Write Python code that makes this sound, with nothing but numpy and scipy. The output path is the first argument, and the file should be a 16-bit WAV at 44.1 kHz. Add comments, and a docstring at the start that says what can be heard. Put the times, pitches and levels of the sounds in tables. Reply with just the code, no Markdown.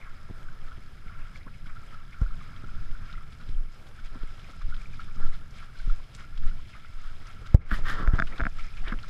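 """Wading dogs heard from a housing

Dogs and a walker wade through ankle-deep lake water; a microphone shut in a small plastic housing listens.
Slosh, spray and drops are rising-pitch bubbles and noise; the water wash comes dulled through resonances.
Steps and wind shake the mount with low noise; knocks push it and let it spring back.
Late on a hand rubs and creaks the housing: shaped noise, ringing modes and swells of the wading bubbles.
Loud peaks duck the gain."""
import sys
import numpy as np
from scipy import signal
from scipy.io import wavfile

SR = 44100
rng = np.random.default_rng(int(sys.argv[2]) if len(sys.argv) > 2 else 0)


def wav_record(signal):
    """Record a signal, one row per channel, as 16-bit PCM in the file named by sys.argv[1]."""
    frames = np.transpose(np.atleast_2d(signal))
    bounded = np.clip(frames, -1, 1)
    # unit amplitude maps onto the largest positive 16-bit level
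    quanta = np.round(bounded * 32767).astype(np.int16)
    wavfile.write(sys.argv[1], SR, quanta)


def decibels_to_gain(level_db):
    """Convert a level in decibels to a linear amplitude gain (20 dB per decade)."""
    exponent = np.asarray(level_db, float) / 20
    return 10 ** exponent


N = 400869

# steady whine: f/Hz, width/Hz, level/dB
WHINE_BANDS = [(5105, 170, -77.5), (10480, 570, -84.5)]
# footfalls and jolts rocking the mount: crest t/s, sway level/dB, fade/s
STEP_SWELLS = [(0.0, -32, 0.23), (0.54, -29.5, 0.14), (0.79, -32, 0.023), (1.21, -31.5, 0.15),
               (1.75, -29, 0.18), (2.3, -25, 0.16), (2.799, -25.5, 0.087), (2.9, -23.5, 0.18),
               (3.17, -25, 0.023), (3.549, -16.5, 0.053), (4.051, -26.5, 0.091), (4.219, -23.5, 0.08),
               (4.658, -19.5, 0.063), (4.8, -23.5, 0.11), (5.235, -16.5, 0.09), (5.6, -30, 0.027),
               (5.891, -14, 0.061), (6.46, -16.5, 0.071), (7.078, -23, 0.13), (7.27, -52, 0.1),
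               (7.74, -17.5, 0.16), (8.0, -19, 0.16), (8.21, -18, 0.13), (8.42, -23, 0.057),
               (8.62, -25, 0.088), (8.85, -17, 0.12), (9.05, -33, 0.11)]
# wind buffeting: t/s, level/dB
WIND_LEVELS = [(0.0, -50.5), (1.1, -47), (2.05, -50), (2.6, -43.5), (3.05, -45.5), (3.25, -48),
               (3.5, -44.5), (3.7, -51.5), (4.6, -48), (5.13, -45.5), (5.22, -38.5), (5.3, -47), (5.8, -51),
               (6.33, -48), (6.46, -42), (6.6, -48), (7.0, -52), (7.545, -49), (7.585, -25.5), (7.7, -43),
               (8.06, -39), (8.11, -46), (8.17, -36), (8.21, -33), (8.25, -42.5), (8.42, -53.5),
               (8.8, -45.5), (9.09, -49)]
# knocks on the mount: t/s, swing peak/dB, push time/ms, rebound period/ms, rebound Q, rattle re swing/dB
MOUNT_KNOCKS = [(0.2966, -35, 6.9, 12, 1.2, -28), (0.3087, -31, 3.9, 13, 0.69, -24),
                (0.775, -36.5, 8.5, 27, 1.3, -18), (1.465, -37, 6, 5.7, 1.3, -32),
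                (2.2144, -14, 9, 28, 3.4, -28.5), (2.637, -32, 5.6, 12, 2.4, -22),
                (3.489, -28, 10, 77, 0.91, -34), (4.155, -38.5, 3.1, 4.14, 6.1, -25),
                (4.1685, -43, 6.3, 11, 1.1, -36), (4.234, -36.5, 3.8, 14, 0.78, -17),
                (4.488, -42, 0.79, 1.8, 0.68, -10), (4.681, -34.5, 7.8, 16, 0.96, -30),
                (5.19, -48, 12, 23, 0.59, -7), (5.243, -35.5, 3.5, 10, 0.53, -14),
                (5.873, -28.5, 9.2, 16, 0.46, -34), (7.544, 2, 8.9, 43, 1.2, -27),
                (7.602, -26, 2.5, 9, 1.2, -18), (7.716, -11.5, 27, 72, 0.81, -43),
                (7.717, -22.5, 6.3, 4.9, 5.5, -16), (7.998, -28.5, 4.6, 8.4, 1.6, -14),
                (8.009, -33, 2.5, 9.2, 2, -28), (8.026, -29, 4, 8.5, 1.3, -12),
                (8.074, -8, 23.4, 170, 0.41, -41), (8.1344, -11, 7.4, 46, 1.6, -31),
                (8.413, -18, 27, 39, 0.35, -47), (8.9208, -28.5, 4.9, 4.46, 5.1, -33),
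                (8.943, -37, 3.9, 4.3, 1.2, -28)]
# stick-slip creaks of the housing: t/s, level/dB, upper modes re level/dB
SHELL_CREAKS = [(7.714, -8.5, -24), (7.727, -24, -28), (7.7309, -22, -24), (7.737, -34, -30),
                (8.008, -26, -30), (8.0133, -27, -35), (8.025, -28, -40), (8.026, -29, -35),
                (8.075, -16, -20), (8.185, -20, -40), (8.19, -10, -23), (8.199, -12.5, -15.5),
                (8.222, -13, -24), (8.3976, -18, -27), (8.4047, -11.5, -32), (8.4137, -17, -22),
                (8.436, -15.5, -37), (8.453, -15, -43), (8.4669, -12, -29), (8.92, -31, -28),
                (8.925, -28, -30), (8.939, -25, -28)]
# modes a creak rings: f/Hz, level/dB, t60/s, share of the creak's upper-mode level (0 to 1)
SHELL_MODES = [(1354, 0, 0.011, 0.065), (1635, 2.5, 0.008, 0.16), (2250, -11.5, 0.005, 0.057),
               (665.4, -17, 0.059, 0.27), (231, 5.5, 0.005, 0.026), (3530, -4.5, 0.019, 1),
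               (4970, -4, 0.0049, 1), (6600, -11, 0.0032, 1)]
# hand strokes over the housing: start of full contact t/s, its length/s, scrape level/dB, treble level/dB
HAND_STROKES = [(7.718, 0.0068, -32, -54), (7.742, 0.041, -44.5, -71), (7.866, 0.054, -35.5, -62.5),
                (7.953, 0.083, -43.5, -77), (8.137, 0.015, -49, -89), (8.387, 0.08, -54, -85),
                (8.859, 0.055, -44, -83)]
# grip squeezing the housing: crest t/s, level/dB, fade/s
GRIP_SQUEEZES = [(0.3, -51, 0.013), (1.475, -57.5, 0.026), (2.225, -51, 0.018), (2.641, -56, 0.015),
                 (4.155, -53, 0.032), (5.203, -48.5, 0.012), (7.42, -57.5, 0.02), (7.62, -42, 0.038),
                 (7.724, -46, 0.027), (7.79, -44.5, 0.013), (7.951, -47.5, 0.17), (8.015, -46, .02),
                 (8.07, -43.5, 0.032), (8.145, -41, 0.017), (8.404, -39, 0.012), (8.33, -46.5, 0.027),
                 (8.468, -40, 0.0074), (8.53, -64, 0.025), (8.89, -49, 0.038), (8.93, -45, 0.013)]
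# air cavity and port of the housing: f/Hz, width/Hz, lift/dB
CAVITY_MODES = [(640, 434, 21), (1340, 146, 12.5), (1648, 370, 8), (2230, 360, 6.5), (2700, 250, 0.5),
                (3250, 120, 0.5), (5080, 310, 8.5), (10150, 150, 14.5)]
# single plops placed by hand, loud and faint: t/s, peak level/dB, f/Hz
PLOPS = [(0.485, -43, 1450), (0.717, -42.5, 1370), (0.0144, -45, 2280), (0.6325, -53, 2360),
         (1.0814, -46, 2100), (1.0959, -42, 1360), (1.3574, -40.5, 2160), (1.4217, -63, 2320),
         (1.4658, -46, 1050), (1.5474, -55, 2370), (1.6581, -45, 1410), (1.7675, -40, 1350),
         (1.944, -43, 1365), (2.1211, -54, 2120), (2.142, -43.5, 1380), (2.2142, -39, 1350),
         (2.2618, -39.5, 1340), (2.307, -44.5, 1230), (2.411, -43, 1200), (2.6414, -41.5, 1340),
         (2.6888, -40.5, 1390), (2.9488, -43.5, 1400), (3.0964, -42, 1300), (3.1377, -40.5, 1280),
         (3.177, -40.5, 1300), (3.2081, -45, 1210), (3.99, -45, 1470), (4.4433, -44, 2330),
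         (4.5331, -46, 1300), (4.6174, -52, 1400), (4.7237, -37, 1370), (4.738, -41, 1380),
         (4.8145, -45, 2270), (4.857, -42, 2300), (4.9337, -46.5, 2300), (4.9944, -32.5, 1310),
         (5.1103, -51, 2250), (5.1682, -45, 1220), (5.213, -45, 1280), (5.3258, -48, 2000),
         (5.5383, -53, 2230), (5.7548, -46, 1500), (5.7987, -47, 2160), (5.798, -44, 1430),
         (5.897, -38, 1320), (5.998, -53, 1010), (6.184, -47, 1360), (6.205, -43, 1350),
         (6.2433, -43, 1350), (6.5121, -46, 1400), (6.59, -52, 1010), (6.7336, -50, 2260),
         (6.7483, -47, 1155), (6.8467, -42, 1370), (7.039, -44, 1360), (8.2715, -43, 1400),
         (8.3225, -39, 1890), (9.034, -40, 1370), (8.3589, -45, 2200), (8.586, -40, 1260),
         (8.5944, -42.5, 2130), (8.738, -49, 2400), (8.776, -43, 2500), (8.823, -49, 710),
         (8.8618, -45, 2070)]
# single spray ticks placed by hand, loud and faint: t/s, level/dB, f/Hz
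SPRAY_TICKS = [(2.5631, -44, 2970), (3.1275, -44, 3700), (3.324, -44.5, 3170), (4.3956, -45, 2970),
               (4.7436, -45, 3030), (4.7655, -46, 3540), (5.3497, -50, 3320), (5.5084, -52, 5530),
               (6.1494, -45.5, 7000), (6.15, -45, 4300), (6.163, -52, 7500), (6.377, -51, 3600),
               (6.494, -48, 2780), (6.1968, -55, 6150), (7.2699, -49, 5500), (8.156, -54, 6350),
               (8.2695, -52, 4300), (8.2718, -40.5, 2750), (8.28, -49, 2870), (8.3805, -37, 3540),
               (8.7696, -41.5, 3250), (8.8819, -36.5, 3140), (8.882, -55, 8000), (8.9882, -39.5, 2590),
               (8.998, -51, 5050), (9.03, -43, 4000)]
# water kept moving between the swells: t/s, slosh level/dB, spray level/dB
WATER_LEVELS = [(0.0, -56.5, -63.5), (0.6, -58.5, -64), (1.0, -63, -64), (1.6, -68.5, -66.5),
                (2.4, -54.5, -64.5), (2.9, -58, -61), (3.3, -61, -64.5), (3.8, -62, -67), (4.4, -57.5, -59),
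                (5.0, -71, -64.5), (5.5, -60, -65), (6.0, -69, -67), (6.6, -65, -60.5), (7.4, -61, -61.5),
                (7.65, -53, -61), (7.82, -56, -70), (8.05, -51, -61), (8.25, -63, -60.5), (9.09, -59, -59)]
# splashes of legs and paws; from about 7.6 to 8.2 s broad rubbing of the hand on the housing:
# crest t/s, slosh level/dB, spray level/dB, fade/s
SPLASH_AND_RUB_SWELLS = [(0.069, -48, -70, 0.022), (0.35, -57, -69, 0.073), (0.73, -55, -70, 0.046),
                         (0.671, -57, -58, 0.018), (0.83, -73, -63, .03), (1.07, -57, -63, 0.037),
                         (1.15, -52, -80, 0.14), (1.26, -57.5, -65, 0.11), (1.36, -54, -57.5, 0.037),
                         (1.48, -49.5, -73, 0.012), (1.55, -73, -61, 0.048), (1.67, -56, -57.5, 0.018),
                         (1.699, -52.5, -74, 0.036), (1.79, -57, -64, 0.22), (1.94, -54.5, -60.5, 0.044),
                         (2.135, -69, -60, 0.027), (2.22, -56, -61, 0.044), (2.432, -70, -61.5, 0.27),
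                         (2.57, -54, -68, 0.013), (2.7, -61, -60, 0.018), (3.03, -52.5, -73, 0.11),
                         (3.09, -69, -57.5, 0.063), (3.33, -73, -57.5, 0.024), (3.41, -56, -57.5, 0.028),
                         (3.491, -61, -57.5, 0.042), (3.74, -62, -60.5, 0.057), (3.87, -58, -58, 0.013),
                         (3.961, -60, -59, 0.024), (4.0, -70, -58, 0.012), (4.058, -70, -51.5, 0.019),
                         (4.149, -51.5, -67, 0.024), (4.22, -52, -63, 0.03), (4.301, -56, -58.5, 0.044),
                         (4.5, -52, -57, 0.018), (4.618, -49, -52.5, 0.0077), (4.7, -52, -59, 0.025),
                         (4.75, -56, -59, 0.026), (4.81, -53, -56.5, 0.051), (4.94, -55, -56, 0.042),
                         (5.008, -49, -53.5, 0.027), (5.04, -68, -59.5, 0.068), (5.09, -52.5, -71, 0.03),
                         (5.15, -71, -58.5, 0.03), (5.22, -47.5, -59, 0.06), (5.27, -55, -61, .05),
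                         (5.34, -52, -55, 0.038), (5.561, -67, -54, 0.045), (5.626, -48.5, -54.5, 0.035),
                         (5.79, -59, -56, 0.072), (5.9, -56.5, -56.5, 0.18), (6.149, -73, -55, 0.018),
                         (6.19, -54, -58, 0.053), (6.21, -61, -55, 0.028), (6.377, -56, -51, .006),
                         (6.29, -62, -77, 0.042), (6.345, -60, -67, .03), (6.435, -54, -61, 0.023),
                         (6.478, -49, -56, 0.024), (6.53, -60, -67, 0.02), (6.7, -59, -54.5, 0.013),
                         (6.765, -49, -63, 0.029), (7.05, -54.5, -60, 0.13), (7.279, -52.5, -57.5, 0.084),
                         (7.467, -50, -52.5, 0.014), (7.62, -45, -53, 0.039), (7.75, -60, -44, 0.033),
                         (7.685, -54, -50, 0.035), (7.9, -42, -44, 0.052), (8.012, -40, -69, 0.086),
                         (8.132, -45, -65, 0.016), (8.158, -42, -54.5, 0.023), (8.271, -62, -54, 0.0082),
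                         (8.3, -51.5, -57, 0.072), (8.367, -51, -54, 0.017), (8.385, -45, -61, 0.021),
                         (8.595, -50, -50.5, 0.033), (8.646, -57, -52.5, 0.027), (8.776, -60, -58, 0.039),
                         (8.878, -51, -64, .04), (8.926, -30, -58, 0.0034), (9.045, -44, -53, 0.0051),
                         (9.085, -65, -53, 0.015)]
# smaller bubbles draining off legs: crest t/s, level/dB, fade/s
LEG_TRICKLES = [(0.03, -58.5, 0.12), (.63, -62, .03), (1.08, -62, 0.037), (1.2, -57, 0.046),
                (1.42, -58, 0.048), (1.55, -61, .03), (1.7, -61, 0.034), (1.87, -59, 0.056),
                (2.13, -53.5, 0.012), (2.45, -60, 0.28), (2.7, -63, .06), (3.12, -57, 0.099),
                (3.42, -74, .05), (3.97, -71, 0.044), (4.2, -69, .05), (4.45, -60, 0.068), (4.62, -57, .02),
                (4.86, -64, 0.027), (4.935, -58, .02), (5.0, -62, .05), (5.33, -72, 0.037),
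                (5.59, -47.5, 0.02), (5.8, -68, .04), (5.9, -71, .04), (6.2, -52, 0.03), (6.49, -68, 0.035),
                (6.66, -55, 0.0099), (6.74, -49, 0.017), (6.85, -55, 0.016), (7.05, -63, .05),
                (7.29, -60, 0.083), (7.46, -86, 0.038), (7.64, -47.5, 0.13), (8.35, -52.5, 0.057),
                (8.61, -51, 0.048), (8.655, -49, .015), (8.78, -56.5, .03), (8.88, -47, 0.049),
                (8.99, -63, 0.023), (9.06, -64, 0.031)]

LAPPING_DB, PORT_HISS_DB, TREBLE_HISS_DB = -89, -70, -79.5
SWAY_HZ, WIND_LOW_HZ, WIND_HIGH_HZ = 16.3, 35.6, 138
SWAY_FLOOR_DB, WIND_LUMP_DB = -43, 2
PUSH_RISE_SHARE = 0.351
FLESH_CYCLES = 5.05  # soft contact rounds the push off above this many cycles per push time
STROKE_EDGE_S, GRIP_FLOOR_DB = 0.045, -70
WALL_CUT_HZ = 2000
STRAY_DULL_DB_PER_OCTAVE, STRAY_LATEST_S = 8, 0.079
PING_DB, SPLAT_S = 1, 0.0074
TRICKLE_FLOOR_DB = -69.5
# rise time over fade time
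STEP_RISE_SHARE, SQUEEZE_RISE_SHARE, SPLASH_RISE_SHARE, TRICKLE_RISE_SHARE = 0.86, 0.88, 0.66, 0.55
LIMIT_DB, DUCK_DB_PER_DB, RECOVER_DB_PER_S, DUCK_SMOOTH_S = -7, 3.6, 120, 0.019
SENSE_HZ, PORT_CUT_HZ = 45, 15500


def rms_one(x):
    """Scale to rms 1."""
    return x / np.sqrt(np.mean(x ** 2) + 1e-20)


def in_time(rows):
    """Table columns joined by straight lines, one value a sample."""
    s, *columns = np.transpose(rows)
    return [np.interp(np.arange(N) / SR, s, c) for c in columns]


def cut(x, hz, kind, order=2):
    """Butterworth low-, high- or band-pass."""
    return signal.sosfilt(signal.butter(order, hz, kind, fs=SR, output="sos"), x)


def drift(rate_hz):
    """Slow random signal of rms 1, computed every 40 samples."""
    r = np.exp(-80 * np.pi * rate_hz / SR)
    white = rng.standard_normal(N // 40 + 2002)
    slow = signal.lfilter([1], [1, -2 * r, r * r], white)[2000:]
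    return np.interp(np.arange(N) / 40, np.arange(len(slow)), rms_one(slow))


def swells(s, db, fade_s, rise_share):
    """Gain climbing to each crest and dying away after it; overlapping swells add in power."""
    t = np.arange(0, N + 64, 64) / SR
    power = 0
    for crest, level_db, fade in zip(s, db, fade_s):
        time_constant_s = np.where(t < crest, rise_share * fade, fade)
        power = power + decibels_to_gain(2 * level_db) * np.exp(-2 * np.abs(t - crest) / time_constant_s)
    return np.interp(np.arange(N) / SR, t, np.sqrt(power))


def add(out, s, sound):
    """Mix a short sound in at a time."""
    i = round(s * SR)
    out[i:i + len(sound)] += sound[:N - i]


def calm():
    """Far lapping through the housing and the hiss of air at the port, both as filtered noise."""
    lapping = rms_one(housing(cut(rng.standard_normal(N), 940, "high")))
    port = rms_one(cut(rng.standard_normal(N), [240, 750], "band", order=1))
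    treble = rms_one(cut(rng.standard_normal(N), [6500, 14500], "band"))
    lapping_gain = decibels_to_gain(LAPPING_DB + 0.81 * drift(1.9))
    port_gain = decibels_to_gain(PORT_HISS_DB + 4.94 * drift(4.5))
    return lapping_gain * lapping + port_gain * port + decibels_to_gain(TREBLE_HISS_DB) * treble


def whine():
    """Faint steady whine: a narrow noise band and another about an octave up."""
    out = 0
    for hz, width, level_db in WHINE_BANDS:
        band = cut(rng.standard_normal(N), [hz - width / 2, hz + width / 2], "band", order=1)
        out = out + decibels_to_gain(level_db) * rms_one(band)
    return out


def shaking():
    """Steps rock the mount mostly below hearing; wind buffets it in lumps."""
    wind_db, = in_time(WIND_LEVELS)
    step_gain = swells(*np.transpose(STEP_SWELLS), STEP_RISE_SHARE)
    sway_gain = np.hypot(decibels_to_gain(SWAY_FLOOR_DB), step_gain)
    sway = cut(rng.standard_normal(N), [7, SWAY_HZ], "band", order=1)
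    sway = cut(sway, 25.6, "low", order=4)
    wind = cut(cut(rng.standard_normal(N), WIND_LOW_HZ, "high"), WIND_HIGH_HZ, "low")
    wind = cut(wind, 90, "low", order=1) * decibels_to_gain(WIND_LUMP_DB * drift(22))
    return sway_gain * rms_one(sway) + decibels_to_gain(wind_db) * rms_one(wind)


def knocks():
    """A short push on the membrane, a springy rebound and a dying rattle of the shell."""
    out, t = np.zeros(N), np.arange(8000) / SR
    noise = rng.standard_normal((len(MOUNT_KNOCKS), len(t)))
    for (s, peak_db, push_ms, rebound_ms, q, rattle_db), white in zip(MOUNT_KNOCKS, noise):
        u = 1000 * t / push_ms
        rise = np.minimum(u / PUSH_RISE_SHARE, 1) ** 1.66
        fall = np.clip((u - PUSH_RISE_SHARE) / (1.15 - PUSH_RISE_SHARE), 0, 1)
        push = -rise * np.abs(np.cos(np.pi / 2 * fall)) ** 2.65
        push = cut(push, FLESH_CYCLES * 1000 / push_ms, "low")
        # resonant high-pass: the spring
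        w = 2 * np.pi * 1000 / rebound_ms / SR
        k = np.sin(w) / (2 * q)
        swing = signal.lfilter([1, -2, 1], [1 + k, -2 * np.cos(w), 1 - k], push)
        body = rms_one(cut(cut(white, [220, 450], "band", order=1), 1200, "low"))
        crack = 0.19 * rms_one(cut(white, [1100, 6000], "band"))
        rattle = body * np.exp(-t / 0.015) + crack * np.exp(-t / 0.0058)
        add(out, s, decibels_to_gain(peak_db) * (swing / np.abs(swing).max() + decibels_to_gain(rattle_db) * rattle))
    return out


def ring(clicks, hz, t60):
    """Two-pole resonator: a unit click rings a decaying sine of initial height 1."""
    r, w = decibels_to_gain(-60 / (t60 * SR)), 2 * np.pi * hz / SR
    return signal.lfilter([0, np.sin(w)], [1, -2 * r * np.cos(w), r * r], clicks + 1e-18)


def creaks():
    """Each slip is a soft click into the shell's modes; sharper slips wake the upper ones."""
    s, level_db, sharp_db = np.transpose(SHELL_CREAKS)
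    at, out = np.round(s * SR).astype(int), np.zeros(N)
    chance = rng.standard_normal((len(at), len(SHELL_MODES)))
    for k, (hz, mode_db, t60, upper) in enumerate(SHELL_MODES):
        clicks = np.zeros(N)
        click_db = level_db + mode_db + upper * sharp_db + 2.85 * chance[:, k]
        clicks[at] = -decibels_to_gain(click_db) * (-1) ** k
        # the slip lasts about a cycle
        soft = cut(clicks + 1e-18, 0.92 * hz, "low")
        soft = cut(soft, [hz / 1.6, 1.64 * hz], "band", order=1)
        out += ring(soft, hz, t60)
    return out


def rub():
    """Skin on plastic: rough noise carried in the shell keeps its treble; the grip works the low body."""
    t, slide, sheen = np.arange(N) / SR, 0, 0
    for s, length_s, scrape_db, treble_db in HAND_STROKES:
        inside_s = np.minimum(t - s, s + length_s - t)
        touch = np.clip(inside_s / STROKE_EDGE_S + 1, 0, 1) ** 2
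        slide = slide + decibels_to_gain(scrape_db) * touch
        sheen = sheen + decibels_to_gain(treble_db) * touch
    squeeze_gain = swells(*np.transpose(GRIP_SQUEEZES), SQUEEZE_RISE_SHARE)
    grip = np.hypot(decibels_to_gain(GRIP_FLOOR_DB), squeeze_gain)
    rough = rng.standard_normal(N) * decibels_to_gain(2.6 * drift(90))
    bright = rms_one(cut(rough, [6500, 14000], "band"))
    scrape = rms_one(cut(rough, [1180, 1900], "band", order=3))
    scrape = scrape + 0.22 * rms_one(cut(rough, [2950, 3700], "band", order=3))
    scrape = scrape + 0.11 * rms_one(cut(rough, [3800, 5500], "band"))
    body = rms_one(cut(cut(rough, [180, 520], "band", order=1), 1650, "low", order=3))
    return sheen * bright + slide * scrape + grip * body


def housing(x):
    """The wall dulls airborne sound, the cavity lifts its resonances."""
    x = cut(x, WALL_CUT_HZ, "low")
    for hz, width, lift_db in CAVITY_MODES:
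        w, g = 2 * np.pi * hz / SR, decibels_to_gain(lift_db / 2)
        k = np.sin(w) * width / hz / 2
        x = signal.lfilter([1 + k * g, -2 * np.cos(w), 1 - k * g],
                           [1 + k / g, -2 * np.cos(w), 1 - k / g], x)
    return x


def blip(hz, cycles, rise):
    """One bubble: swells for some cycles, fades, and climbs in pitch as it nears the surface."""
    u = np.arange(int(8 * cycles / hz * SR) + 2) * hz / SR
    tone = np.sin(2 * np.pi * u * (1 + rise * u / cycles / 2))
    return tone * u / cycles * np.exp(1 - u / cycles)


def strays(low_hz, high_hz, mean_db, spread_db, count):
    """Random rows of t/s, level/dB, f/Hz just after some crest of the swells; mean_db holds at low_hz."""
    which, late, size, pitch = rng.random((count, 4)).T
    crests = np.transpose(SPLASH_AND_RUB_SWELLS)[0]
    hz = low_hz * (high_hz / low_hz) ** pitch
    db = mean_db + spread_db * (2 * size - 1) - STRAY_DULL_DB_PER_OCTAVE * np.log2(hz / low_hz)
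    s = crests[(which * len(crests)).astype(int)] + STRAY_LATEST_S * late
    return list(zip(np.minimum(s, (N - 1) / SR), db, hz))


def drops():
    """A plop is one large bubble; a spray tick is a small, few-cycle one with a broad splat."""
    out, t = np.zeros(N), np.arange(400) / SR
    plops = list(PLOPS) + strays(1194, 1445, mean_db=-49.5, spread_db=0.5, count=20)
    ticks = list(SPRAY_TICKS) + strays(2804, 6000, mean_db=-55, spread_db=2, count=34)
    for (s, peak_db, hz), (rise, long) in zip(plops, rng.random((len(plops), 2))):
        add(out, s, decibels_to_gain(peak_db) * blip(hz, 2.6 + 1.2 * long, 0.03 * rise))
    noise = rng.standard_normal((len(ticks), len(t)))
    for (s, level_db, hz), long, white in zip(ticks, rng.random(len(ticks)), noise):
        add(out, s, decibels_to_gain(level_db + PING_DB) * blip(hz, 0.76 + 1.2 * long, 0.017))
        splat = cut(white * np.exp(-t / SPLAT_S), [hz / 1.27, 1.23 * hz], "band", order=1)
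        splat = cut(splat, 1.1 * hz, "low")
        add(out, s, decibels_to_gain(level_db) * splat / np.abs(splat).max())
    return out


def bubbles(low_hz, high_hz, per_s, cycles, spread_db, clump_db, wash):
    """Bubbles born in clumps ring a few cycles, rising in pitch, over a wash of moving water."""
    sizes = decibels_to_gain(spread_db * np.minimum(rng.exponential(1, N), 5)) * rng.choice([-1, 1], N)
    dice, together, rings = rng.random(N), drift(19), 0
    dealt = rng.integers(0, 14, N)  # pitch class of each candidate
    for k, hz in enumerate(np.geomspace(low_hz, high_hz, num=14)):
        clump = decibels_to_gain(clump_db * (0.6 * together + drift(15)))
        born = dice < per_s * clump / SR
        clicks = sizes * born * (dealt == k)
        rings = rings + signal.oaconvolve(clicks, blip(hz, cycles, rise=0.055))[:N]
    noise = cut(rng.standard_normal(N), [low_hz, high_hz], "band")
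    return rms_one(housing(rms_one(rings) + wash * rms_one(noise)))


def wading():
    """Legs drag big bubbles under and throw fine spray up; the same layers carry the hand's broad rubbing."""
    slosh_db, spray_db = in_time(WATER_LEVELS)
    s, swell_slosh_db, swell_spray_db, fade_s = np.transpose(SPLASH_AND_RUB_SWELLS)
    slosh_gain = np.hypot(decibels_to_gain(slosh_db), swells(s, swell_slosh_db, fade_s, SPLASH_RISE_SHARE))
    spray_gain = np.hypot(decibels_to_gain(spray_db), swells(s, swell_spray_db, fade_s, SPLASH_RISE_SHARE))
    trickle_swell = swells(*np.transpose(LEG_TRICKLES), TRICKLE_RISE_SHARE)
    trickle_gain = np.hypot(decibels_to_gain(TRICKLE_FLOOR_DB), trickle_swell)
    slosh = bubbles(1023, 1842, per_s=2600, cycles=5.07, spread_db=4.0, clump_db=4.0, wash=0.73)
    spray = bubbles(2970, 9400, per_s=5000, cycles=2.1, spread_db=4.0, clump_db=4.0, wash=1.31)
    mist = bubbles(6200, 12000, per_s=3000, cycles=1.0, spread_db=7.0, clump_db=4.5, wash=0.51)
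    trickle = bubbles(1877, 2950, per_s=900, cycles=5.1, spread_db=5.0, clump_db=4.5, wash=0.49)
    return trickle_gain * trickle + slosh_gain * slosh + spray_gain * (spray + decibels_to_gain(-9.5) * mist)


def scene():
    """Everything reaches one microphone."""
    mount = shaking() + knocks()
    hand = creaks() + rub()
    water = drops() + wading()
    return (calm() + whine() + mount + hand + water)[None, :]


def top_cut(x):
    """Nothing passes above the cut-off."""
    return signal.sosfilt(signal.butter(12, 15220, fs=SR, output="sos"), x)


def record(dry):
    """Gain control, deaf to the slowest sway, ducks just after a loud peak and recovers steadily."""
    sensed = np.abs(cut(dry[0], SENSE_HZ, "high"))
    over_db = np.maximum(20 * np.log10(sensed + 1e-9) - LIMIT_DB, 0)
    ramp_db = RECOVER_DB_PER_S * np.arange(N) / SR
    duck_db = np.maximum.accumulate(DUCK_DB_PER_DB * over_db + ramp_db) - ramp_db
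    r = np.exp(-1 / (DUCK_SMOOTH_S * SR))
    gain = decibels_to_gain(-signal.lfilter([1 - r], [1, -r], duck_db))
    top = cut(dry, PORT_CUT_HZ, "low", order=4)  # the microphone port rolls the top off
    mix = np.clip(top * gain, -0.96, 0.96)
    return top_cut(mix)


dry = scene()
out = record(dry)
wav_record(out)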